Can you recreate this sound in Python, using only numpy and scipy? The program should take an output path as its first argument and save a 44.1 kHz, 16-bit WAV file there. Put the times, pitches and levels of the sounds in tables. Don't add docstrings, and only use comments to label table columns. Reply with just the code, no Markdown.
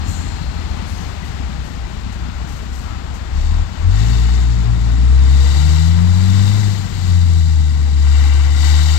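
import sys
import numpy as np
from scipy.fft import rfft, irfft, next_fast_len
from scipy.io import wavfile
from scipy.ndimage import uniform_filter1d, minimum_filter1d, map_coordinates

SR = 44100
rng = np.random.default_rng(int(sys.argv[2]) if len(sys.argv) > 2 else 0)


def dump_mix(stems):
    frames = np.atleast_2d(stems).T
    limited = np.clip(frames, -1, 1)
    pcm = np.round(limited * 32767).astype(np.int16)
    wavfile.write(sys.argv[1], SR, pcm)


N = 396018
IDLE_HZ = 34.8


def amp(db):
    return 10 ** (np.asarray(db) / 20)


def unit(x):
    return x / np.sqrt(np.mean(x ** 2) + 1e-20)


def along(points, hz):
    f, v = np.transpose(points)
    return np.interp(np.log(hz + 1), np.log(f + 1), v)


def curve(points):
    return np.interp(np.arange(N) / SR, *np.transpose(points))


def swell(start, end, rise, fall):
    t = np.arange(N) / SR
    return np.clip(np.minimum((t - start) / rise, (end - t) / fall), 0, 1)


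def wobble(rate):
    return map_coordinates(rng.standard_normal(int(N * rate / SR) + 4), [np.arange(N) * rate / SR])


def noise():
    return rng.standard_normal(N)


def filtered(x, response):
    m = next_fast_len(N + SR // 2)
    return irfft(rfft(x, m) * response(np.fft.rfftfreq(m, 1 / SR)), m)[..., :N]


def coloured(x, spectrum):
    return unit(filtered(x, lambda hz: amp(along(spectrum, hz))))


def ringing(x, modes, drift):
    def power(f):
        return sum(amp(2 * db) / (1 + ((f - hz) / (width / 2)) ** 2) ** 2 for hz, width, db in modes)
    now, warped = np.arange(N), np.cumsum(drift)
    stretched = map_coordinates(x, [np.interp(now, warped, now)])
    ring = filtered(stretched, lambda f: np.sqrt(power(f)))
    return unit(map_coordinates(ring, [warped], mode="mirror"))


def bursts(firings, sharpness, uneven_db, scatter_db):
    which = np.floor(firings).astype(int)
    cylinder_db = uneven_db * unit(rng.standard_normal(size=6))[which % 6]
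    stroke_db = scatter_db * rng.standard_normal(size=2000)[which % 2000]
    return unit(amp(cylinder_db + stroke_db) * np.exp(-sharpness * np.cos(2 * np.pi * firings)))


def throttle(rate):
    # start_s, end_s, turbo_spool_s, rush_db, knock_db, extra_boom_db
    presses = [(3.295, 3.616, .1, -43.5, -46.5, 2.5), (3.857, 4.523, 0.15, -36, -37, 1.5),
               (4.995, 6.0, 0.75, -32, -35, 4.5), (6.156, 6.79, .21, -36.5, -39, 1.5),
               (7.925, 8.66, 0.32, -38, -33.5, 3), (8.491, 9.3, 0.17, -29.5, -31, 2)]
    pedal_s, release_s = 0.15, 0.15
    lunge_s = 1
    sag_db_per_s = 10.5
    t = np.arange(N) / SR
    push_db = np.zeros(N)
    rush = amp(-47.5 + 0.1612 * (rate - IDLE_HZ))
    knock = amp(-49 + 0.1163 * (rate - IDLE_HZ))
    for start, end, spool, rush_db, knock_db, boom_db in presses:
        lunge = np.exp(-np.maximum(t - start, 0) / lunge_s)
        push_db += boom_db * swell(start, end, pedal_s, release_s) * lunge
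        sag = amp(-sag_db_per_s * np.maximum(t - start - spool, 0))
        surge = swell(start, end, spool, release_s) * sag
        rush = np.hypot(rush, amp(rush_db) * surge)
        knock = np.hypot(knock, amp(knock_db) * surge)
    return push_db, 20 * np.log10(rush), 20 * np.log10(knock)


def gearbox(push_db):
    # start_s, end_s, take_up_s, let_go_s, upper_harmonics_db
    gears = [(3.292, 3.655, 0.093, 0.033, -5.5), (3.747, 6.912, 0.13, 0.27, -0.5),
             (6.883, 9.3, .26, .2, -10.5)]
    clutch, upper = np.zeros(N), np.zeros(N)
    for start, end, take_up, let_go, upper_db in gears:
        grip = swell(start, end, take_up, let_go)
        clutch = np.maximum(clutch, grip)
        upper += amp(upper_db) * grip
    level = lambda load, idle_db: 20 * np.log10(np.hypot(load, amp(idle_db))) + push_db
    return clutch, level(clutch, idle_db=-21), level(upper, idle_db=-16.5)


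def exhaust(firings, rate, first_db, upper_db, knock_db):
    # freq_hz, gain_db
    tailpipe = [(38, -16.5), (48, -11.5), (55, -14.5), (65, -8), (73, -11.5), (84, -9), (104, -12.5),
                (111, -15), (120, -25.5), (138, -30.5), (150, -19.5), (168, -17.5), (205, -27)]
    overtone_db = [0.5, -1, -4.5, -15, -3.5, -10]
    # freq_hz, gain_db
    silencer = [(120, -2), (172, 16), (220, -11), (290, 1.5), (420, -1), (500, 0), (600, -28)]
    # freq_hz, gain_db
    pipe = [(20, -19), (40, 13), (80, 7), (170, 10.5), (250, 5), (400, -10), (600, -20.5), (1500, -65)]
    # time_s, gain_db
    rumble = [(0, -40.5), (3.7, -44.5), (4.1, -38.5), (6.5, -40), (7.7, -41.5), (8.98, -46.5)]
    turn = 2 * np.pi * firings
    partial = lambda order: np.sin(order * turn + rng.uniform(0, 2 * np.pi))
    first = amp(first_db + along(tailpipe, rate) + 0.57 * wobble(10)) * np.sin(turn)
    second = amp(upper_db + along(tailpipe, 2 * rate) + 2.1 * wobble(16)) * np.cos(2 * turn)
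    edge = np.hypot(amp(upper_db - 46), amp(knock_db - 10.5))
    overtones = sum(amp(db + along(silencer, k * rate) + 3 * wobble(24)) * partial(k)
                    for k, db in enumerate(overtone_db, start=3))
    sixth = lambda k: amp(along(pipe, k * rate / 6) + 2 * wobble(3)) * partial(k / 6)
    lope = unit(1.2 * sixth(3) + sum(sixth(k) for k in (5, 7, 8, 9, 10, 11)))
    gas = coloured(noise() * bursts(firings, sharpness=0.55, uneven_db=2, scatter_db=0.5), pipe)
    chug = amp(curve(rumble)) * (amp(9) * lope + amp(7.5) * gas)
    return first + second + edge * overtones + chug


def clatter(firings, knock_db, drift):
    # pitch_hz, width_hz, gain_db
    block = [(803, 250, 0.5), (1080, 430, -1), (1398, 43, 3.5), (1547, 110, 0), (1973, 280, 3.5),
             (2275, 230, -2.5), (2776, 204, -0.5), (3033, 186, -0.5)]
    knocks = noise() * bursts(firings, sharpness=0.13, uneven_db=-0.8, scatter_db=1.0)
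    return amp(knock_db) * ringing(knocks, block, drift)


def air(firings, rate, air_db, clutch, drift):
    # pitch_hz, width_hz, gain_db
    ducts = [(3755, 600, 1), (3995, 113, 2), (4533, 390, 0.5), (4805, 99, 2), (5415, 490, -2.5),
             (5955, 135, -3.5), (6595, 590, -3.5), (7230, 225, -0.5), (7620, 410, -4.5), (8140, 550, -8)]
    # freq_hz, gain_db
    fan_eq = [(700, -7.5), (2500, -6), (4300, 1), (5800, -7.5), (7200, -2), (8200, -8.5), (9000, -32.5)]
    # freq_hz, gain_db
    fizz_eq = [(7000, -33), (9000, -2.5), (10300, -2.5), (11800, 2), (15500, -3.5)]
    rush = noise() * bursts(firings, sharpness=0.088, uneven_db=0.45, scatter_db=.5)
    boost = np.clip(clutch, 0.44, 1)
    howl = boost * ringing(rush, ducts, drift)
    fan = np.sqrt(1 - boost ** 2) * coloured(noise(), fan_eq)
    fizz = amp(-19 + 0.044 * (rate - IDLE_HZ)) * coloured(rush, fizz_eq)
    return amp(air_db + 0.62 * wobble(8.3)) * (howl + fan + fizz)


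def tyres():
    # time_s, level_db
    ride = [(1.0, -30), (1.8, -32.5), (4.5, -31), (6.4, -30), (7.4, -36)]
    # freq_hz, gain_db
    road_eq = [(25, -16), (45, 8.5), (85, 21.5), (130, 10.5), (250, 1.5), (520, -6.5), (800, -1),
               (1400, -4), (2500, -10), (5000, -17), (8000, -28), (9000, -40)]
    return amp(curve(ride) + 0.69 * wobble(9.8)) * coloured(noise(), road_eq)


def other_engine():
    # start_s, end_s, rise_s, fall_s, gain_db
    envelope = (0.6, 10.5, -0.8, 5.5, -28)
    start, end, rise, fall, db = envelope
    fade = swell(start, end, rise, fall)
    turn = 2 * np.pi * np.cumsum(42 + 0.2 * wobble(3.99)) / SR
    drone = np.sin(2 * turn) + .35 * np.sin(turn) + .3 * np.sin(3 * turn)
    return amp(db + 2.2 * wobble(4.46)) * fade * drone


def brake_squeal():
    # start_s, length_s, pitch_hz, width_hz, level_db
    squeals = [(-.1, 4, 3333, 4630, -46), (0, 1.2, 4230, 180, -48), (0.035, 0.44, 7200, 1200, -41.5),
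               (0.841, 0.13, 10500, 200, -56), (0.924, .22, 6200, 110, -49.5), (1.19, .12, 1960, 231, -43),
               (2.13, 0.69, 1410, 110, -50), (2.81, .42, 1300, 151.2, -48)]
    out = np.zeros(N)
    for start, length, hz, width, db in squeals:
        rub = swell(start, start + length, rise=.05, fall=0.74 * length)
        band = filtered(noise(), lambda f: 1 / (1 + (2 * (f - hz) / width) ** 2))
        out += amp(db) * rub * unit(band)
    return out


def brake_hiss():
    # start_s, level_db, decay_s
    hisses = [(0.066, -42, 0.13), (0.86, -48.5, 0.25), (1.234, -50, 0.079), (1.63, -51, .12),
              (2.117, -48, .04), (2.467, -48.5, 0.19), (2.722, -47.5, 0.16), (3.134, -46, 0.043)]
    # freq_hz, gain_db
    hiss_eq = [(3000, -8), (6000, 7), (8200, 5.5), (9000, -9), (12000, -1.5), (15500, -12)]
    t = np.arange(N) / SR
    puffs = np.zeros(N)
    for start, db, decay in hisses:
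        age = np.maximum(t - start, 0)
        puffs += amp(db) * (1 - np.exp(-age / .008)) * np.exp(-(age / decay) ** 2)
    return puffs * coloured(noise() * amp(1.3 * wobble(300)), hiss_eq)


def jolts(body_hz, rise_s):
    # start_s, peak_db
    thumps = [(0.079, -16), (.47, -13.5), (.7, -16), (0.91, -21), (1.332, -22.5)]
    t = np.arange(SR // 4) / SR
    envelope = t / rise_s * np.exp(1 - t / rise_s)
    out = np.zeros(N + SR)
    for start, db in thumps:
        ring = np.sin(2 * np.pi * body_hz * (1 + 0.12 * rng.standard_normal()) * t)
        out[round(start * SR):][:len(t)] += amp(db) * envelope * ring
    return out[:N]


def scene():
    # time_s, firing_hz
    revs = [(0.0, 35.5), (0.14, 40.4), (0.61, 39.8), (1.86, 30.5), (3.1, 34.2), (3.3, 31.6), (3.55, 40),
            (3.78, 38), (4.09, 58.6), (4.43, 60.8), (4.7, 56.3), (4.95, 59.6), (5.12, 64), (5.47, 69),
            (6.25, 93.4), (6.59, 104), (7.03, 91), (7.65, 74.3), (7.99, 70.5), (8.3, 71.0), (8.44, 70.7),
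            (8.88, 76.3)]
    # time_s, pitch_ratio
    aspect = [(4.5, .978), (5.5, 1)]
    rate, drift = curve(revs), curve(aspect)
    push_db, air_db, knock_db = throttle(rate)
    clutch, first_db, upper_db = gearbox(push_db)
    firings = np.cumsum(rate * (1 + 0.0017 * wobble(20))) / SR
    boom = exhaust(firings, rate, first_db, upper_db, knock_db)
    engine = boom + clatter(firings, knock_db, drift) + air(firings, rate, air_db, clutch, drift)
    truck = engine + brake_squeal() + brake_hiss() + jolts(body_hz=78.5, rise_s=0.01)
    mix = truck + tyres() + other_engine()
    stray = amp(-31) * coloured(noise(), [(200, -16), (1000, 5), (8000, -3), (9500, -20)])
    return np.array([mix, mix + stray])


def record(dry):
    # freq_hz, gain_db
    muffle = [(60, -4.5), (110, -9.5), (200, -12.5), (380, -17), (700, -29.5), (1290, -37), (2380, -49.5),
              (4400, -68), (8000, -66), (10000, -47), (15000, -41)]
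    lag = [(30, 0.4), (70, 1.0), (300, 0.93), (1000, 0.13)]  # freq_hz, phase_rad
    delay_s, ceiling, top_hz = 0.00058, .92, 15720

    def ports(hz):
        right = amp(along(muffle, hz)) * np.exp(-1j * (along(lag, hz) + 2 * np.pi * hz * delay_s))
        return np.array([np.ones_like(hz), right]) * 2 / np.abs(1 + right)
    pair = filtered(dry, ports)
    needed = np.minimum(1, ceiling / (np.abs(pair).max(axis=0) + 1e-9))
    gain = uniform_filter1d(minimum_filter1d(needed, size=1400), size=1300)
    return filtered(pair * gain, lambda hz: hz < top_hz)


dry = scene()
out = record(dry)
dump_mix(out)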